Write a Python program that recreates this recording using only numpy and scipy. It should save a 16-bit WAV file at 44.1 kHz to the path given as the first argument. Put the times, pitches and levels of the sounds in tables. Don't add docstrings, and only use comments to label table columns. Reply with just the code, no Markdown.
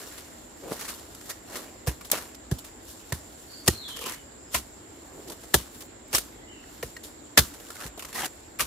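import sys
import numpy as np
from scipy import signal
from scipy.io import wavfile

SR = 44100
rng = np.random.default_rng(int(sys.argv[2]) if len(sys.argv) > 2 else 0)


def log_audio(samples):
    frames = np.atleast_2d(samples).T
    limited = np.clip(frames, -1, 1)
    pcm = np.round(limited * 32767).astype(np.int16)
    wavfile.write(sys.argv[1], SR, pcm)


def undo_db(level):
    steps = np.asarray(level, float) / 20
    return 10 ** steps


N = 381906
LEFT_RIGHT = np.array([[1], [-1]])


def rms_one(x):
    return x / np.sqrt(np.mean(x ** 2) + 1e-20)


def at_hz(points, hz):
    table_hz, values = np.array(points).T
    return np.interp(np.log(hz), np.log(table_hz), values)


def band(x, low_hz, high_hz):
    edges_hz = [low_hz, min(high_hz, .45 * SR)]
    return signal.sosfilt(signal.butter(2, edges_hz, "band", fs=SR, output="sos"), x)


def drift(rate):
    r = np.exp(-80 * np.pi * rate / SR)
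    slow = signal.lfilter([1], [1, -2 * r, r * r], rng.standard_normal(N // 40 + 2002))[2000:]
    return np.interp(np.arange(N) / 40, np.arange(len(slow)), rms_one(slow))


def add(out, at_s, piece):
    i = round(at_s * SR)
    out[..., i:i + piece.shape[-1]] += piece[..., :N - i]


def pair(mid_side, alike):
    return np.sqrt(1 + alike) * mid_side[0] + np.sqrt(1 - alike) * mid_side[1] * LEFT_RIGHT


def grains(per_s, spread_db):
    present = rng.random(N) < per_s / SR
    sizes = undo_db(spread_db * np.minimum(rng.exponential(1, N), 4)) * present
    return sizes * rng.standard_normal((2, N))


def resonate(x, hz, t60_s):
    r, w = undo_db(-60 / (t60_s * SR)), 2 * np.pi * hz / SR
    return signal.lfilter([0, np.sin(w)], [1, -2 * r * np.cos(w), r * r], x)


def coloured(source, spectrum, low_hz, count, patchy_db, alike, lean):
    out, edges = 0, low_hz * 2 ** (np.arange(count + 1) / 3)
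    for k, (low, high) in enumerate(zip(edges, edges[1:])):
        hz = np.sqrt(low * high)
        gain = (-1) ** k * undo_db(at_hz(spectrum, hz) + patchy_db * drift(9.3))
        sides = undo_db(at_hz(lean, hz) * LEFT_RIGHT / 2)
        noise = band(source[k % len(source)], low, high)
        out = out + gain * sides * pair(noise, np.clip(at_hz(alike, hz), 0, 1))
    return rms_one(out)


# (frequency [Hz], density [dB per Hz])
LEAVES = [(3000, -1.5), (4350, -1), (6500, -0.5), (8950, -2), (12300, -0.5), (16000, -11)]
# (frequency [Hz], density [dB per Hz])
SCRAPE = [(900, 0), (1400, -1), (2000, -3), (3000, -4)]
NEAR_LIKENESS = .85, [(1000, .7), (2800, .3)], [(3000, .2), (15000, .12)]
# (frequency [Hz], left minus right [dB])
NEAR_LEAN = [(1000, -4), (3000, 3), (6000, -3.5), (10000, 1), (15000, 3)]


def litter():
    soil_alike, twig_alike, leaf_alike = NEAR_LIKENESS
    crumbs = grains(10000, 2.9)
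    leaves = -coloured([crumbs], LEAVES, 2830, count=8, patchy_db=1, alike=leaf_alike, lean=NEAR_LEAN)
    twigs = coloured([crumbs], SCRAPE, 891, count=5, patchy_db=3, alike=twig_alike, lean=NEAR_LEAN)
    soil = rms_one(pair(band(grains(2000, 3.0), 190, 750), soil_alike)) * undo_db(-.8 * LEFT_RIGHT)
    clumps_db = 1.2 * drift(35) - 3.0
    power = raking() * undo_db(2 * clumps_db)
    for at_s, db, t60_s, soil_db, twig_db, rise_s in crushes():
        t = np.arange(round(np.clip(t60_s, .008, 2) * SR)) / SR
        rise = 1 - np.exp(-t / np.clip(rise_s, .0003, .012))
        burst = rise * undo_db(db - 60 * t / t60_s)
        shares = undo_db([[-9], [twig_db - 0.5], [soil_db + 1.0]])
        add(power, at_s, (shares * burst) ** 2)
    return np.sum(np.sqrt(power)[:, None] * [leaves, twigs, soil], axis=0)


# (time [s], peak [dB], t60 [s], soil share [dB], twig share [dB])
BITES = [(0.7219, -23.5, 0.11, -9.5, -17), (0.879, -21, 0.1, -22, -13), (0.895, -17.5, .05, -25, -24.5),
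         (1.29, -23.5, 0.083, -15, -15.5), (1.553, -22, 0.17, -14, -14), (1.869, -15.5, 0.1204, -14, -11),
         (2.115, -6.5, 0.025, -23, -24), (2.134, -24, 0.098, -4, -2), (2.5124, -19.5, 0.05, -7, -22),
         (3.1221, -12, 0.0307, -7, -10.5), (3.677, 2, 0.0432, -15.5, -17),
         (4.5413, -6.5, 0.1, -24.5, -10.5), (5.541, 5, 0.044, -14, -21), (6.1334, -13, .098, -17, -12.5),
         (6.143, -4.5, 0.13, -28.5, -22), (6.1776, -15, 0.05, -16, -15), (6.8265, -18.5, 0.052, -17, -9.5),
         (7.374, 5, 0.052, -19, -10.5), (7.385, 3, 0.05, -20.5, -19), (8.156, -33, 0.24, -17, -9),
         (8.253, -42, 0.058, -15.5, -18), (8.593, -13, 0.104, -17, -7), (8.602, -7, .1, -24.5, -15)]
# (time [s], peak [dB])
TOUCHES = [(1.864, -29), (2.1, -26), (3.662, -26), (3.67, -19), (4.5174, -34), (5.537, -18), (6.129, -17),
           (7.370, -29.5), (8.1284, -26.5), (8.141, -41), (8.5887, -23)]
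# (time [s], peak [dB], t60 [s], twig share [dB])
SNAPS = [(0.0822, -36.5, 0.067, -22.5), (0.177, -28, 0.146, -16.5), (0.809, -31, 0.13, -10),
         (0.847, -24, .047, -12), (0.936, -28, .06, -32), (1.147, -24, 0.038, -21),
         (1.21, -28, 0.035, -11.5), (1.2989, -19, 0.085, -13.5), (2.008, -33, 0.096, -10.5),
         (2.046, -28, .13, -21.5), (2.346, -24.5, 0.0356, -22), (2.583, -25.5, 0.083, -25),
         (2.642, -32.5, 0.216, -16.5), (3.7678, -35.5, .066, -23.5), (3.8786, -30, 0.32, -15.5),
         (3.961, -24.5, 0.096, -14.5), (3.9902, -21.5, 0.036, -16), (4.056, -26, 0.39, -11.5),
         (5.744, -33.5, 0.11, -17.5), (5.8054, -22.5, 0.0493, -18), (5.8156, -26, 0.059, -17),
         (6.875, -32.5, 0.031, -23.5), (6.965, -27, 0.0386, -12), (7.033, -30, 0.285, -24.5),
         (7.54, -35.5, 0.1, -11), (7.8042, -41, 0.41, -2.5), (7.9921, -24, 0.079, -13.5),
         (8.0217, -23.5, 0.0646, -12.5), (8.047, -22, 0.044, -11.5), (8.203, -34, .03, -15)]
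# (time [s], peak [dB], soil share [dB])
CLODS = [(.645, -55, 4), (0.674, -42, 10), (0.712, -26, 1.5), (4.0117, -34, -5.5), (5.116, -44, 2),
         (5.176, -49.5, 9), (5.2786, -27.5, -11.5), (5.297, -22.5, -11), (5.319, -25, -12),
         (5.432, -31, -9.5), (7.598, -32, -11), (7.7, -28.5, -12.5), (7.9744, -28.5, -7.5)]
# (time [s], peak [dB])
CRACKS = [
    (0.811, -18.5),
    (2.1151, 4),
    (6.08, -33.5),
    (6.184, -5.5),
    (7.374, -8.5),
    (8.157, -27),
    (8.207, -18),
    (8.246, -17),
]


def crushes():
    rows = [(*bite, 0.044 * bite[2]) for bite in BITES]
    for at_s, db, *_ in BITES:
        rows.append((at_s, -20.5 + 0.64 * db, 0.24, -34, -20, .01))
        rows.append((at_s, -34.5 + 0.2846 * db, 0.64, -25.5, -16, .01))
    rows += [(at_s, db, 0.0278, -31, -19, .012) for at_s, db in CRACKS]
    rows += [(at_s, db, 0.03, -23.5, -13.5, .0003) for at_s, db in TOUCHES]
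    rows += [(at_s, db, t60_s, -22, twig_db, 0.0027) for at_s, db, t60_s, twig_db in SNAPS]
    rows += [(at_s, db, 0.064, soil_db, -19, 0.00341) for at_s, db, soil_db in CLODS]
    return rows


# (loudest time [s], leaves [dB], 20 dB climb [s], 20 dB fade [s], depth = soil share [dB])
STROKES = [(0.0, -40, .1, 0.54, -8.5), (0.82, -37.5, 0.2733, 0.305, -9), (1.29, -44, .35, 0.1, -14),
           (1.55, -39, 0.13, 0.22, -1.5), (2.128, -28, 0.01, 0.13, -4), (2.892, -43, 0.08, 0.2, -25),
           (3.11, -45, 0.13, 0, -18), (3.564, -49.5, 1.37, 0.7, -16.5), (3.95, -46, 0.2867, -0.33, 1.5),
           (5.236, -58, 1.25, 0.8, 5.5), (5.53, -48.5, 1.04, 0.4, -16), (6.75, -49.5, 0.24, 0.4, -28),
           (7.87, -42, 0.6, 0.02, -8.5), (8.1, -46.5, 0.2, 0.53, -8.5)]
# (start [s], length [s], leaves [dB], depth = soil share [dB])
DRAGS = [
    (0.64, 0.083, -62, 17.5),
    (4.016, 0.13, -38, -19),
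    (4.54, 0.047, -30, -19),
    (5.127, .09, -68, 12),
    (6.134, 0.052, -33, -12),
    (7.81, 0.07, -43.5, -8),
    (8.15, 0.11, -33, -8),
]
# leaves, twigs, soil (level [dB])
STIR_DB = [-78, -80, -78]


def raking():
    power, t = np.outer(undo_db(STIR_DB) ** 2, np.ones(N)), np.arange(N) / SR
    drag_climb_s, drag_fade_s = 0.0249, 0.0238
    moves = [(at_s, 0, *rest) for at_s, *rest in STROKES]
    moves += [(*row, drag_climb_s, drag_fade_s, depth_db) for *row, depth_db in DRAGS]
    for at_s, hold_s, db, climb_s, fade_s, depth_db in moves:
        start = max(round((at_s - 3 * climb_s) * SR), 0)
        near = slice(start, round((at_s + hold_s + 3 * fade_s) * SR))
        before, after = (at_s - t[near]) / climb_s, (t[near] - at_s - hold_s) / fade_s
        level_db = db - 20 * np.maximum(np.maximum(before, after), 0)
        twig_db = -3.5 - 0.48 * abs(depth_db)
        power[:, near] += undo_db(level_db + [[0], [twig_db], [depth_db]]) ** 2
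    return power


# (time [s], edge ring [dB], body [dB], struck spot's favoured frequency [Hz])
KNOCKS = [(1.8714, -34, -23.5, 750), (2.5118, -33, -22.5, 347.4), (2.514, -50, -34.5, 1700),
          (3.1212, -28.5, -33, 1100), (3.123, -51, -41, 350), (3.682, -12, -10.5, 344.4),
          (3.6815, -40, -35.5, 1000), (4.039, -45.5, -34, 476), (4.095, -46, -39, 1000),
          (4.5462, -20, -25, 1000), (5.54, -10.5, -14.5, 350), (5.541, -36, -13.5, 1790),
          (4.548, -44, -24.5, 690), (6.6382, -39, -46, 1600), (6.8285, -26, -19, 518),
          (6.9658, -27, -54, 1700), (7.3755, -27, -15.5, 1700), (7.388, -45, -32, 526),
          (1.885, -60, -36, 350), (2.522, -60, -33, 350), (3.13, -60, -33, 350), (5.298, -60, -36, 350),
          (7.376, -33, -22, 1400), (7.7038, -55, -43, 340), (7.7035, -50, -39, 1400),
          (7.757, -55, -44, 1400), (7.838, -55, -39, 1400), (8.156, -30, -33.5, 1000),
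          (0.652, -60, -30, 517), (0.711, -60, -37.5, 520), (0.811, -34, -50, 1400), (1.87, -50, -24, 476),
          (8.604, -20, -37.5, 1000)]
# (frequency [Hz], level [dB], t60 [s], 1 = body / 0 = thin edge)
BLADE = [(350, 9, .035, 1), (474, 8, .035, 1), (690, 8, .03, 1), (1000, 8, .035, 1), (1400, 8, .03, 1),
         (1700, 8, .025, 1), (1880, -1, .03, 0), (2850, -15, .03, 0), (4250, -12, .03, 0),
         (5740, -14, .02, 0)]


def blade():
    out, t = np.zeros((2, N)), np.arange(SR // 5) / SR
    spot_db_per_octave = 30
    turns = rng.standard_normal((len(KNOCKS), len(BLADE)))
    for (at_s, edge_db, body_db, spot_hz), turn in zip(KNOCKS, turns):
        for (hz, mode_db, t60_s, body), k in zip(BLADE, turn):
            db = body_db - spot_db_per_octave * abs(np.log2(hz / spot_hz)) if body else edge_db
            lead = .6 * np.tanh(k) * min(hz / 2000, 1) * LEFT_RIGHT
            swell = (1 - np.exp(-t * hz / 1.58)) ** 2
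            ring = np.sin(2 * np.pi * hz * t + lead)
            add(out, at_s, undo_db(db + mode_db - 60 * t / t60_s) * swell * ring)
    return out


# (time [s], push [dB], push frequency [Hz], after-swing [dB], swing frequency [Hz])
THUMPS = [(0.721, -36, 180, -50, 70), (1.883, -16.5, 108.7, -23.5, 63.5), (2.525, -15, 125.7, -27.5, 70),
          (3.132, -22, 118, -27, 77.5), (3.687, -13.5, 149, -18.5, 82), (4.556, -34, 97, -26.5, 64.4),
          (5.554, -20, 106, -22.5, 62.2), (6.147, -34.5, 100.2, -33, 54.5), (6.846, -35, 110, -34.5, 56),
          (7.394, -17, 121.4, -18, 67.7), (7.857, -34.5, 134, -34.5, 56.2), (8.621, -39, 101, -35, 60)]


def ground():
    out, t = np.zeros((2, N)), np.arange(SR // 2) / SR
    push_lead_s, swing_cycles = .02, 9.1
    leans = undo_db((1.1 * rng.standard_normal((len(THUMPS), 2, 1, 1)) - .3) * LEFT_RIGHT)
    for (at_s, push_db, push_hz, swing_db, swing_hz), lean in zip(THUMPS, leans):
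        cycles = push_hz * (t - push_lead_s)
        push = undo_db(push_db + 1.0) * np.sin(2 * np.pi * cycles) * np.exp(-(cycles / 0.562) ** 2)
        fade = undo_db(swing_db - 60 * t * swing_hz / swing_cycles)
        swing = fade * (1 - np.exp(-t / 0.0082)) * np.sin(2 * np.pi * swing_hz * t)
        add(out, at_s - push_lead_s, lean[0] * push)
        add(out, at_s, lean[1] * swing)
    return out


# (time [s], level [dB], frequency [Hz])
REBOUNDS = [
    (1.8926, -29, 90),
    (2.536, -29, 110),
    (3.708, -27, 85),
    (5.575, -27.5, 85),
    (7.412, -21, 75),
]


def settling():
    out, power, t = np.zeros(N), np.zeros(N), np.arange(SR // 2) / SR
    for at_s, db, hz in REBOUNDS:
        cycles = hz * (t - .02)
        add(out, at_s - .02, -undo_db(db) * np.sin(2 * np.pi * cycles) * np.exp(-(cycles / 0.505) ** 2))
    rumble_db, rumble_t60_s = -11, 0.19
    for at_s, _, _, swing_db, _ in THUMPS:
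        fade = undo_db(swing_db + rumble_db - 60 * t / rumble_t60_s)
        add(power, at_s, ((1 - np.exp(-t / 0.013)) * fade) ** 2)
    rumble = rms_one(pair(band(rng.standard_normal((2, N)), 43, 258), 0.86))
    return out + np.sqrt(power) * rumble


def brittle():
    t, power = np.arange(SR // 10) / SR, np.zeros(N)
    for at_s, db in CRACKS:
        add(power, at_s, undo_db(db - 11.5 - 60 * t / 0.024) ** 2)
    flutter_s, flutter_length_s, flutter_db = 5.7, 0.175, -48.5
    add(power, flutter_s, undo_db(flutter_db) ** 2 * np.hanning(round(flutter_length_s * SR)) ** .5)
    bright = signal.butter(2, 6580, "high", fs=SR, output="sos")
    return np.sqrt(power) * signal.sosfilt(bright, rng.standard_normal((2, N)))


# (time [s], peak [dB], ring frequency [Hz])
TICKS = [(0.7307, -25, 620), (0.81, -24.5, 1440), (0.8244, -29, 7130), (0.851, -32.5, 1060),
         (0.8556, -30, 7060), (0.884, -26, 7940), (0.8892, -23, 7080), (0.9081, -33, 1220),
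         (0.9405, -36, 4500), (1.4994, -33, 600), (1.531, -30.5, 1720), (1.5561, -26, 1920),
         (1.562, -26, 2140), (2.1311, -16, 600), (2.1425, -26, 780), (2.1525, -22.5, 1360),
         (2.223, -31, 1960), (2.2535, -36.5, 2260), (3.9551, -33.5, 3140), (3.9707, -27, 3270),
         (3.9902, -28, 1830), (4.0131, -28, 3040), (4.019, -30, 2520), (4.0245, -30.5, 1100),
         (4.0395, -23.5, 2430), (4.0595, -21.5, 2950), (4.068, -25.5, 2950), (4.0961, -19.5, 7560),
         (4.1211, -22.5, 7860), (4.1405, -35, 8420), (5.276, -33, 7860), (5.2982, -26.5, 4600),
         (5.3208, -30, 6440), (6.1492, -5.5, 5560), (6.1563, -10.5, 5430), (6.1821, -11, 8290),
         (7.5397, -32, 7580), (7.6009, -35.5, 2940), (7.6498, -35, 1490), (7.6674, -34, 2860),
         (7.6869, -35, 6930), (7.704, -27, 1400), (7.7558, -29, 1400), (7.767, -30, 2130),
         (7.8037, -30, 7210), (7.8136, -36, 1360), (7.8406, -30, 1400), (7.8639, -27, 2060),
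         (8.1302, -38.5, 1120), (8.1582, -22, 1880), (8.1806, -21, 746), (8.1927, -18.5, 1870),
         (8.2062, -20, 1500), (8.22, -19, 1590), (8.246, -19, 3080), (8.2558, -21, 7220),
         (8.2612, -20, 7200), (8.279, -30, 6650)]


def ticks():
    out, t = np.zeros((2, N)), np.arange(SR // 25) / SR
    chance = rng.standard_normal((len(TICKS), 3, len(t)))
    for (at_s, db, hz), (left, right, turn) in zip(TICKS, chance):
        rise = 1 - np.exp(-t / 0.00044)
        spit = band(pair([left, right], 0.33), 800, 12000) * undo_db(-7.5 - 60 * t / 0.018)
        lead = .7 * turn[0] * min(hz / 2000, 1) * LEFT_RIGHT
        ring_t60_s = 0.012 + 14 / hz
        ring = undo_db(-8 - 60 * t / ring_t60_s) * np.sin(2 * np.pi * hz * t + lead)
        add(out, at_s, undo_db(db) * rise * (spit + ring))
    return out


def grit():
    clicks, out = grains(500, 3.0) * np.sqrt(raking()[1]), 0
    for hz, mode_db, t60_s, _ in BLADE[1:]:
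        struck = pair(clicks * rng.standard_normal(N) + 1e-18, .7)
        out = out + undo_db(0.033 * mode_db) * resonate(struck, hz, t60_s)
    return undo_db(-19.5) * out + undo_db(-6.5) * clicks


# (start [s], length [s], level [dB], favoured mode [Hz])
SCUFFS = [(.615, .125, -43.5, 476), (3.96, 0.164, -48.5, 470), (4.01, .12, -45.5, 1105),
          (4.01, 0.091, -45.5, 2920), (5.109, 0.102, -49, 377), (5.251, 0.082, -46.5, 380),
          (7.372, 0.031, -24, 4300), (7.759, .12, -53, 1400), (8.15, .115, -40.5, 800),
          (8.149, 0.11, -40.5, 1900), (8.209, 0.048, -41.5, 3030)]


def scuffs():
    out, t = np.zeros((2, N)), np.arange(round(.3 * SR)) / SR
    catches_per_s, ring_cycles, edge_s = 600, 25, .012
    for at_s, length_s, db, hz in SCUFFS:
        caught = rng.random(len(t)) < catches_per_s / SR
        size = undo_db(2.5 * np.minimum(rng.exponential(1, len(t)), 3))
        catches = pair(rng.standard_normal((2, len(t))), .75) * caught * size
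        catches = catches * np.clip(np.minimum(t, length_s - t) / edge_s, 0, 1) + 1e-18
        rings = sum(resonate(catches, hz * ratio, ring_cycles / hz) for ratio in (.96, 1.05))
        add(out, at_s, undo_db(db) * rms_one(rings) * np.sqrt(length_s / .3))
    return out


# (time [s], pitch [Hz], level [dB])
WHISTLE = [
    (3.47, 4440, -56),
    (3.53, 4510, -52),
    (3.63, 4490, -67),
]
# (time [s], pitch [Hz], level [dB])
GLIDE = [
    (3.69, 4210, -52),
    (3.77, 4200, -46),
    (3.805, 4080, -45),
    (3.85, 3500, -46),
    (3.90, 3090, -49),
    (3.96, 2970, -53),
    (4.08, 2960, -55),
]
# (time [s], pitch [Hz], level [dB])
FAR_NOTES = [
    [(4.23, 4850, -75), (4.32, 4900, -75.5)],
    [(4.38, 5050, -70), (4.5, 5150, -71)],
    [(6.35, 3300, -64), (6.39, 3300, -66)],
    [(6.415, 2050, -60), (6.45, 2078, -67)],
    [(6.47, 2840, -61), (6.51, 2992, -55), (6.54, 2720, -60), (6.6, 2613, -66)],
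    [(3.52, 4730, -54), (3.57, 4890, -59.5), (3.63, 4640, -75)],
    [(4.01, 2520, -58), (4.06, 2430, -61)],
]


def birds():
    out, wobble = np.zeros(N), 1 + .017 * drift(90)
    for note in [WHISTLE, GLIDE] + FAR_NOTES:
        s, hz, db = np.transpose(note)
        t = np.arange(s[0], s[-1], 1 / SR)
        edge = np.clip(np.minimum(t - s[0], s[-1] - t) / 0.0024, 0, 1)
        pitch_hz = np.interp(t, s, hz) * wobble[(t * SR).astype(int)]
        tone = np.sin(2 * np.pi * np.cumsum(pitch_hz) / SR)
        add(out, s[0], edge * undo_db(np.interp(t, s, db) + 8) * tone)
    out *= undo_db(2.5 * drift(60))
    t = np.arange(SR // 2) / SR
    scatter = rng.standard_normal((2, len(t))) * undo_db(-33.5 - 60 * t / .65)
    scatter[:, 0] = undo_db(-20)
    return signal.oaconvolve(out[None], scatter, axes=1)[:, :N]


# (frequency [Hz], density [dB per Hz])
AIR = [(30, 1.5), (64, 4), (110, -0.5), (175, -7.5), (285, 4.5), (440, -3.5), (700, -4), (1200, -12.5),
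       (1840, -11.5), (2300, -18.5), (4370, -18.5), (6000, -23), (9000, -30), (16000, -33.5)]
# (frequency [Hz], likeness [0-1])
LIKENESS = [(60, 0.982), (130, 0.865), (290, 0.765), (640, 0.01733), (1400, 0.003)]
# (frequency [Hz], left minus right [dB])
FAR_LEAN = [(60, -1), (300, 0.5), (2000, -5), (12000, -4)]


def forest():
    noise = rng.standard_normal((2, 2, N))
    air = coloured(noise, AIR, 27.43, count=28, patchy_db=1.57, alike=LIKENESS, lean=FAR_LEAN)
    insect_hz, width_hz = 7343, 616
    chorus = band(rng.standard_normal((2, N)), insect_hz - width_hz / 2, insect_hz + width_hz / 2)
    shimmer = undo_db(0.8 * drift(11) + 0.4 * drift(2.5))
    return undo_db(-48.5) * air + undo_db(-53.5) * shimmer * rms_one(chorus)


def scene():
    work = litter() + blade() + ground() + settling() + brittle() + ticks() + grit() + scuffs()
    return work + birds() + forest()


def band_limit(x):
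    return signal.sosfilt(signal.butter(12, 16640, fs=SR, output="sos"), x)


def record(dry):
    x = signal.sosfilt(signal.butter(3, 46, "high", fs=SR, output="sos"), dry)
    x = np.clip(x, -.88, .88)
    x = signal.sosfilt(signal.cheby2(10, 40, 16200, fs=SR, output="sos"), x)
    return band_limit(x)


dry = scene()
out = record(dry)
log_audio(out)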